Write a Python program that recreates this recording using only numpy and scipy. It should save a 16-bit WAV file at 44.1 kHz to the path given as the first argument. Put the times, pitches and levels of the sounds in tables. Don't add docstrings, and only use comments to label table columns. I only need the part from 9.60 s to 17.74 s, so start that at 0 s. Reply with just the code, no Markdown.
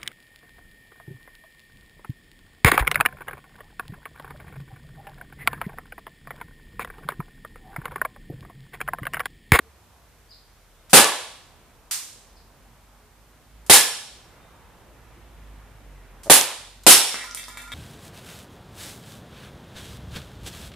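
import sys
import numpy as np
from scipy import signal
from scipy.fft import rfft, irfft, next_fast_len
from scipy.io import wavfile
from scipy.ndimage import uniform_filter1d

SR = 44100
rng = np.random.default_rng(int(sys.argv[2]) if len(sys.argv) > 2 else 0)


def unload_audio(sound):
    columns = np.transpose(np.atleast_2d(sound))
    steps = np.round(np.clip(columns, -1, 1) * 32767)
    wavfile.write(sys.argv[1], SR, steps.astype(np.int16))


N = 358974
T = np.arange(N) / SR
PRESSURE_JUMP = np.eye(1, 2048)[0]

# pitch_hz, relative level_db (per Hz)
BLAST_SPECTRUM = [(35, -60), (60, -26.5), (205, -13.5), (247, -12), (376, -10.5), (442, -11), (485, -8.5),
                  (641, -12.5), (790, -6.5), (1230, -7.5), (2580, -7), (3410, -5.5), (6100, -9.5),
                  (9930, -4), (15400, -22)]
# pitch_hz, relative level_db (per Hz)
METAL_SPECTRUM = [(290, -57), (500, -26), (545, -32), (737, -17.5), (1040, -11.5), (3090, -6.5), (4620, -3),
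                  (8570, 1.5), (14400, -5.5), (15400, -14.5)]
# pitch_hz, left_minus_right_db
YARD_BALANCE = [(60, -3.5), (110, -4), (200, -3.5), (380, 0), (700, -1.5), (1290, 0), (2380, -1), (4400, 0),
                (8120, -4.0), (15000, -3.5)]


def undb(db):
    return 10 ** (np.asarray(db) / 20)


def unit(x):
    return x / np.sqrt(np.mean(x ** 2))


def add(track, start_s, x):
    i = min(int(start_s * SR), N)
    track[..., i:i + x.shape[-1]] += x[..., :N - i]


def on_log(hz, table):
    table_hz, values = np.transpose(table)[:2]
    return np.interp(np.log(np.maximum(hz, 1)), np.log(table_hz), values)


def colour(x, table, tilt_db=0):
    hz = np.fft.rfftfreq(2048, 1 / SR)
    gain = undb(on_log(hz, table) + tilt_db * np.log2(np.maximum(hz, 50) / 2000))
    cepstrum = irfft(np.log(gain))
    cepstrum[1:1024] *= 2
    cepstrum[1025:] = 0
    response = irfft(np.exp(rfft(cepstrum)))
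    return signal.fftconvolve(x, response / np.sqrt(np.sum(response ** 2)))[:len(x)]


def burst(t60, size=4096):
    x = rng.standard_normal(size) * undb(-60 * T[:size] / t60)
    return x / np.sqrt(np.sum(x ** 2))


def crack(hz, cycles):
    turns = T[:512] * hz
    return np.sin(2 * np.pi * turns) * np.exp((.25 - turns) / cycles)


def ring(modes, centre_hz, octaves):
    hz, db, t60 = np.transpose(modes)[:, :, None]
    level_chance, pitch_chance = rng.standard_normal((2, len(hz), 1))
    t = T[:16384]
    distance = np.log2(hz / centre_hz) / octaves
    gain = undb(db + 2 * level_chance - 6 * distance ** 2 - 60 * t / t60)
    tones = np.sin(2 * np.pi * hz * (1 + 0.0039 * pitch_chance) * t)
    return np.sum(gain * tones, axis=0)


def walk(rate):
    hold = int(SR / rate)
    steps = np.repeat(rng.standard_normal(N // hold + 1), hold)
    return 1.3 * uniform_filter1d(uniform_filter1d(steps, hold), hold)[:N]


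def pair(size, balance):
    # pitch_hz, likeness (0 to 1)
    likeness = [(60, 0.66), (130, 1), (290, 0.83), (640, 0.87), (1410, 0.78), (3100, 0.53), (6810, 0.06),
                (15000, 0.01)]
    hz = np.fft.rfftfreq(size, 1 / SR)
    same = np.clip(on_log(hz, likeness), 0, 1)
    mid, side = rfft(rng.standard_normal((2, size)))
    sign = np.array([[1], [-1]])
    noise = mid * np.sqrt((1 + same) / 2) + sign * side * np.sqrt((1 - same) / 2)
    return hz, noise * undb(sign * on_log(hz, balance) / 2)


def yard(x, size=32768):
    # pitch_hz, t60_s (time to fade by 60 dB)
    echo_times = [(80, 0.19), (250, 0.35), (600, 0.64), (1500, 0.61), (4000, 0.8), (8000, 0.69),
                  (14000, 0.47)]
    early_db, early_share = 2, 0.36
    fill_s, fill_start = 0.018, 0.64
    hz, noise = pair(size, YARD_BALANCE)
    echoes, t = 0, T[:size]
    for centre in 40 * np.sqrt(2) ** np.arange(19):
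        share = np.clip(1 - np.abs(2 * np.log2(np.maximum(hz, 1) / centre)), 0, 1)
        t60 = on_log(centre, echo_times)
        fade = undb(-60 * t / t60) + undb(early_db - 60 * t / t60 / early_share)
        echoes = echoes + irfft(noise * share) * fade
    thickening = 1 - (1 - fill_start) * np.exp(-t / fill_s)
    return signal.fftconvolve(x[None], echoes * thickening, axes=1)


def street():
    # time_s, level_db
    roar_levels = [(0, -55.5), (.84, -59), (1.9, -54), (3.2, -56.5), (4.1, -56.5), (4.8, -52), (6.6, -51.5),
                   (8.14, -60.5)]
    # pitch_hz, relative level_db (per Hz)
    roar_spectrum = [(21, -29.5), (35, -5), (70, -6), (120, -11), (226, -17), (551, -18), (852, -18),
                     (922, -17.5), (1920, -25), (2590, -27.5), (4000, -36), (5200, -63), (8800, -120)]
    # pitch_hz, relative level_db (per Hz)
    hiss_spectrum = [(880, -28), (1500, -6), (2860, -8.5), (3210, -6), (4390, -7), (6170, -7.5), (7140, -8),
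                     (13700, -9), (15400, -17)]
    # pitch_hz, left_minus_right_db
    street_balance = [(60, 2), (110, -0.5), (200, -2), (380, 0.5), (700, -0.5), (1290, 0.5), (2380, 0.5),
                      (4400, 0.5), (8120, -1), (15000, 1.5)]
    size = next_fast_len(N)
    hz, noise = pair(size, street_balance)
    roar = 0
    for centre in 30 * 2. ** np.arange(8):
        share = np.clip(1 - np.abs(np.log2(np.maximum(hz, 1) / centre)), 0, 1)
        octave = irfft(noise * share * undb(on_log(hz, roar_spectrum)), size)[:, :N]
        roar = roar + octave * undb(1.2 * walk(6))
    hz, noise = pair(size, street_balance)
    hiss = irfft(noise * undb(on_log(hz, hiss_spectrum)), size)[:, :N]
    roar_gain = undb(np.interp(T, *np.transpose(roar_levels)))
    return unit(roar) * roar_gain + unit(hiss) * undb(-62)


def engine():
    # time_s, firing_hz, level_db
    engine_course = [(0, 68.6, -58), (.3, 66, -64), (.6, 47.26, -59.5), (1.2, 38.2, -61), (1.8, 38.55, -67),
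                     (2.5, 43.1, -72), (2.75, 44.05, -58), (3.201, 48.8, -58.5), (3.8, 52.23, -58.5),
                     (4.02, 53.4, -50), (4.501, 55.2, -59.5), (5.17, 55.92, -59.5), (5.92, 51.74, -46),
                     (6.14, 51.9, -52), (6.32, 47.6, -45), (6.57, 43, -53), (7.19, 46.07, -53.5),
                     (8.14, 48.5, -49.5)]
    overtones = [1, -13.5, -15, -25.5, -22.5]
    s, hz, db = np.transpose(engine_course)
    phase = 2 * np.pi * np.cumsum(np.interp(T, s, hz) * (1 + .01 * walk(9.3))) / SR
    tone = 0
    for k, order_db in enumerate(overtones):
        tone = tone + undb(order_db + 1.2 * walk(12.0)) * np.sin((k + 1) * phase)
    return np.sqrt(2) * tone * undb(np.interp(T, s, db))


def whine():
    # time_s, pitch_hz, level_db
    whine_course = [(2.5, 220, -75.5), (3.2, 232, -70.5), (4, 243, -72.5), (5.5, 248, -80), (6.3, 251, -65),
                    (7, 250, -76), (8.14, 252, -69)]
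    s, hz, db = np.transpose(whine_course)
    phase = 2 * np.pi * np.cumsum(np.interp(T, s, hz) * (1 + 0.0033 * walk(8))) / SR
    level_db = np.interp(T, s, db, left=-120) + 2.5 * walk(1.7)
    return np.sqrt(2) * np.sin(phase) * undb(level_db)


def hoots():
    # start_s, level_db (peak, before the unevenness), pitch_hz, length_s
    hoot_list = [(.02, -59, 452, .08), (3.37, -64, 423, .2), (5.543, -56.5, 346, 0.091)]
    out = np.zeros(N)
    for s, db, hz, length in hoot_list:
        t = T[:int(length * SR)]
        add(out, s, undb(db) * np.sin(np.pi * t / length) * np.sin(2 * np.pi * hz * t))
    return out * undb(1.8 * walk(32))


def sparrow():
    # start_s, level_db (peak), start_hz, end_hz, length_s
    chirp_list = [(.69, -59, 4800, 4500, .018), (.706, -50, 5300, 3400, .03), (1.16, -72, 3700, 3690, .08),
                  (2.762, -59, 5500, 3300, .026), (4.8, -71, 3660, 3650, .2)]
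    out = np.zeros(N)
    for s, db, start_hz, end_hz, length in chirp_list:
        progress = np.arange(int(length * SR)) / (length * SR)
        hz = end_hz + (start_hz - end_hz) * (1 - progress) ** 1.3
        swell = np.sin(np.pi * progress ** 0.4)
        add(out, s, undb(db) * swell * np.sin(2 * np.pi * np.cumsum(hz) / SR))
    return out


def chips():
    # start_s, level_db (peak), pitch_hz, fade_cycles
    chip_list = [(7.5166, -19, 5500, 3), (7.5435, -19, 1500, 1), (7.7110, -22, 5800, 3),
                 (7.7486, -9, 9000, 1.5), (7.8411, -26, 5000, 2)]
    out = np.zeros(N)
    for s, db, hz, cycles in chip_list:
        add(out, s, undb(db) * crack(hz, cycles))
    return out


def can():
    # start_s, level_db, centre_hz of the tones shaken, spread_octaves, crinkle_db
    bounce_list = [(7.5435, -29.5, 2390, 0.36, -20), (7.64, -42, 1280, 0.4, -19),
                   (7.7733, -32, 2724, 0.35, -13), (7.8821, -44, 1710, 2.04, -17.5),
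                   (7.9724, -35.5, 2550, 0.55, -16), (8.0169, -47.5, 1463, 0.53, -20.5),
                   (8.076, -47.5, 1410, 0.43, -28.5), (8.1189, -32.5, 2840, 0.54, -18.5)]
    # pitch_hz, relative level_db, t60_s
    shell_modes = [(1017, 0, .22), (1276, -1, .22), (1335, -9, .1), (1405, -1, .25), (1730, -4, .1),
                   (1900, -5, .08), (2010, -6, .09), (2132, -4, .08), (2315, -8, .08), (2652, -9, .07),
                   (3160, -9, .06), (3300, -8, .06), (3540, -4, .08), (3670, -1, .07), (4980, -10, .07)]
    out = np.zeros(N)
    for s, db, centre_hz, octaves, crinkle_db in bounce_list:
        add(out, s, undb(db) * ring(shell_modes, centre_hz, octaves))
        add(out, s, undb(crinkle_db) * colour(burst(0.074), METAL_SPECTRUM))
        for late, weakness in rng.random((2, 2)):
            tap = ring(shell_modes, centre_hz, 0.96 * octaves)
            add(out, s + 0.093 * late, undb(db - 3.5 - 4.4 * weakness) * tap)
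    return out


def pellets():
    # start_s, echo_db, brightness_db (per octave), ring_db (relative to the echo),
    # ring_centre_hz, ring_spread_octaves, splash_db
    hit_list = [(1.368, -19, -1.5, -21.5, 1130, 0.41, 22.5), (4.135, -28.5, 1, -26, 3150, 1.6, 24),
                (7.305, -16.5, 2.5, -30.5, 4460, 0.55, 23.5)]
    # pitch_hz, relative level_db, t60_s
    target_modes = [(1040, -9, .05), (1150, -5, .1), (1712, 7, .1), (2500, -6, .04), (3165, -2, .04),
                    (3435, -1, .04), (3784, -3, .04), (5440, 0, .05), (5520, 5, .09), (6060, -5, .03)]
    near, far = np.zeros((2, N))
    for s, db, bright_db, ring_db, centre_hz, octaves, splash_db in hit_list:
        splash = colour(burst(0.25, size=8192), BLAST_SPECTRUM, bright_db)
        add(near, s, undb(splash_db) * splash)
        add(far, s, undb(db) * colour(PRESSURE_JUMP, BLAST_SPECTRUM, bright_db))
        add(far, s, undb(db + ring_db) * ring(target_modes, centre_hz, octaves))
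    return near, far


def ticks():
    # start_s, level_db, dullness_db (per octave), t60_s,
    # echo_db (relative to the level)
    tick_list = [(1.296, -25, 3, 0.068, -24.5), (1.306, -19.5, -1.5, 0.034, -27),
                 (2.3102, -24.5, 1, 0.12, -3.5), (4.064, -20.5, 0, 0.061, -33.5),
                 (6.633, -21, 1, 0.094, -28.5), (6.645, -28, 3.5, 0.074, -42),
                 (6.661, -30, 0.5, 0.054, -41.5), (7.235, -21.5, 2, 0.061, -47)]
    # start_s, level_db
    knock_list = [(6.660, -37), (6.669, -30), (6.678, -29.5)]
    # pitch_hz, relative level_db, t60_s
    grip_modes = [(429, -8, 0.038), (610, 3, 0.094), (810, -11, .035), (1200, -21, .03)]
    near, far = np.zeros((2, N))
    for s, db, dull_db, t60, echo_db in tick_list:
        add(near, s, undb(db) * colour(burst(t60), METAL_SPECTRUM, -dull_db))
        add(far, s, undb(db + echo_db) * colour(PRESSURE_JUMP, METAL_SPECTRUM, -dull_db))
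    for s, db in knock_list:
        add(near, s, undb(db) * ring(grip_modes, 620, 3))
    return near, far


def shots():
    # (relative to blast_db, before the 2.5 dB boost below)
    shot_list = [(1.3311, -16, 9, -7.5, 18.5, 0.026, 10), (4.0974, -16.5, 5.5, 0, 16, 0.034, 10),
                 (6.6986, -19.5, 5.5, -4.5, 22, 0.03, 14.5), (7.2656, -14.5, 7, 1.5, 16, 0.031, 8)]
    # pitch_hz, relative level_db (per Hz)
    gas_spectrum = [(300, -29.5), (1000, -12.5), (3000, -4), (6000, -5.5), (10000, 2), (15500, -12.5)]
    # delay_s, level_db (peak)
    slap_list = [(.0585, -4), (.0684, -2), (.0782, -6), (.0858, -3), (.095, -7), (.1135, 1), (.142, -13)]
    out, t = np.zeros((2, N)), T[:16384]
    for s, db, thump_db, bright_db, gas_db, swell, punch_db in shot_list:
        shape = []
        for hz, level_db in BLAST_SPECTRUM:
            tone_db = np.interp(np.log(hz), np.log([400, 1500, 5000]), [thump_db, 0, bright_db])
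            shape.append((hz, level_db + tone_db))
        add(out, s, undb(db + 6) * yard(colour(PRESSURE_JUMP, shape)))

        hz, noise = pair(len(t), YARD_BALANCE)
        gas = unit(irfft(noise * undb(on_log(hz, gas_spectrum))))
        swelling = (0.16 + t / swell) * np.exp(-t / swell * 1.135)
        add(out, s, gas * undb(db + gas_db) * swelling)

        for delay, hz in [(0, 686), (.005, 437), (.015, 550)]:
            punch_gain = undb(db + punch_db + 2.5 - 60 * t / 0.016)
            add(out, s + delay, punch_gain * np.sin(2 * np.pi * hz * t))
        for delay, slap_db in slap_list:
            add(out, s + delay, undb(slap_db) * crack(6500, 1.))
    return out


def scene():
    right_lean = np.array([[.92], [1.08]])
    steel, steel_far = ticks()
    grit, hits = pellets()
    bits, tin, bird = chips(), can(), sparrow()
    background = right_lean * (street() + engine() + whine() + hoots())
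    to_walls = steel_far + hits + undb(-34.5) * bits + undb(-33.5) * tin + undb(-29.5) * bird
    near = steel + grit + bits + tin + bird
    return background + yard(to_walls)[:, :N] + near + shots()


def record(dry):
    duck_hz, duck_from_db, duck_most_db = 82.5, -40.5, 17
    smoothing_s = 0.035
    thin = signal.sosfilt(signal.butter(2, 32, "high", fs=SR, output="sos"), dry)
    keep = np.exp(-1 / (smoothing_s * SR))
    power = signal.lfilter([1 - keep], [1, -keep], np.mean(thin ** 2, axis=0))
    loud_db = 10 * np.log10(power + 1e-12)
    bass = signal.sosfiltfilt(signal.butter(2, duck_hz, fs=SR, output="sos"), thin)
    bass_gain = undb(-np.clip(loud_db - duck_from_db, 0, duck_most_db))
    ducked = thin - bass * (1 - bass_gain)
    top_cut = signal.ellip(8, .2, 70, 15300, fs=SR, output="sos")
    return signal.sosfilt(top_cut, np.clip(ducked, -.9, .9))


dry = scene()
out = record(dry)
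unload_audio(out)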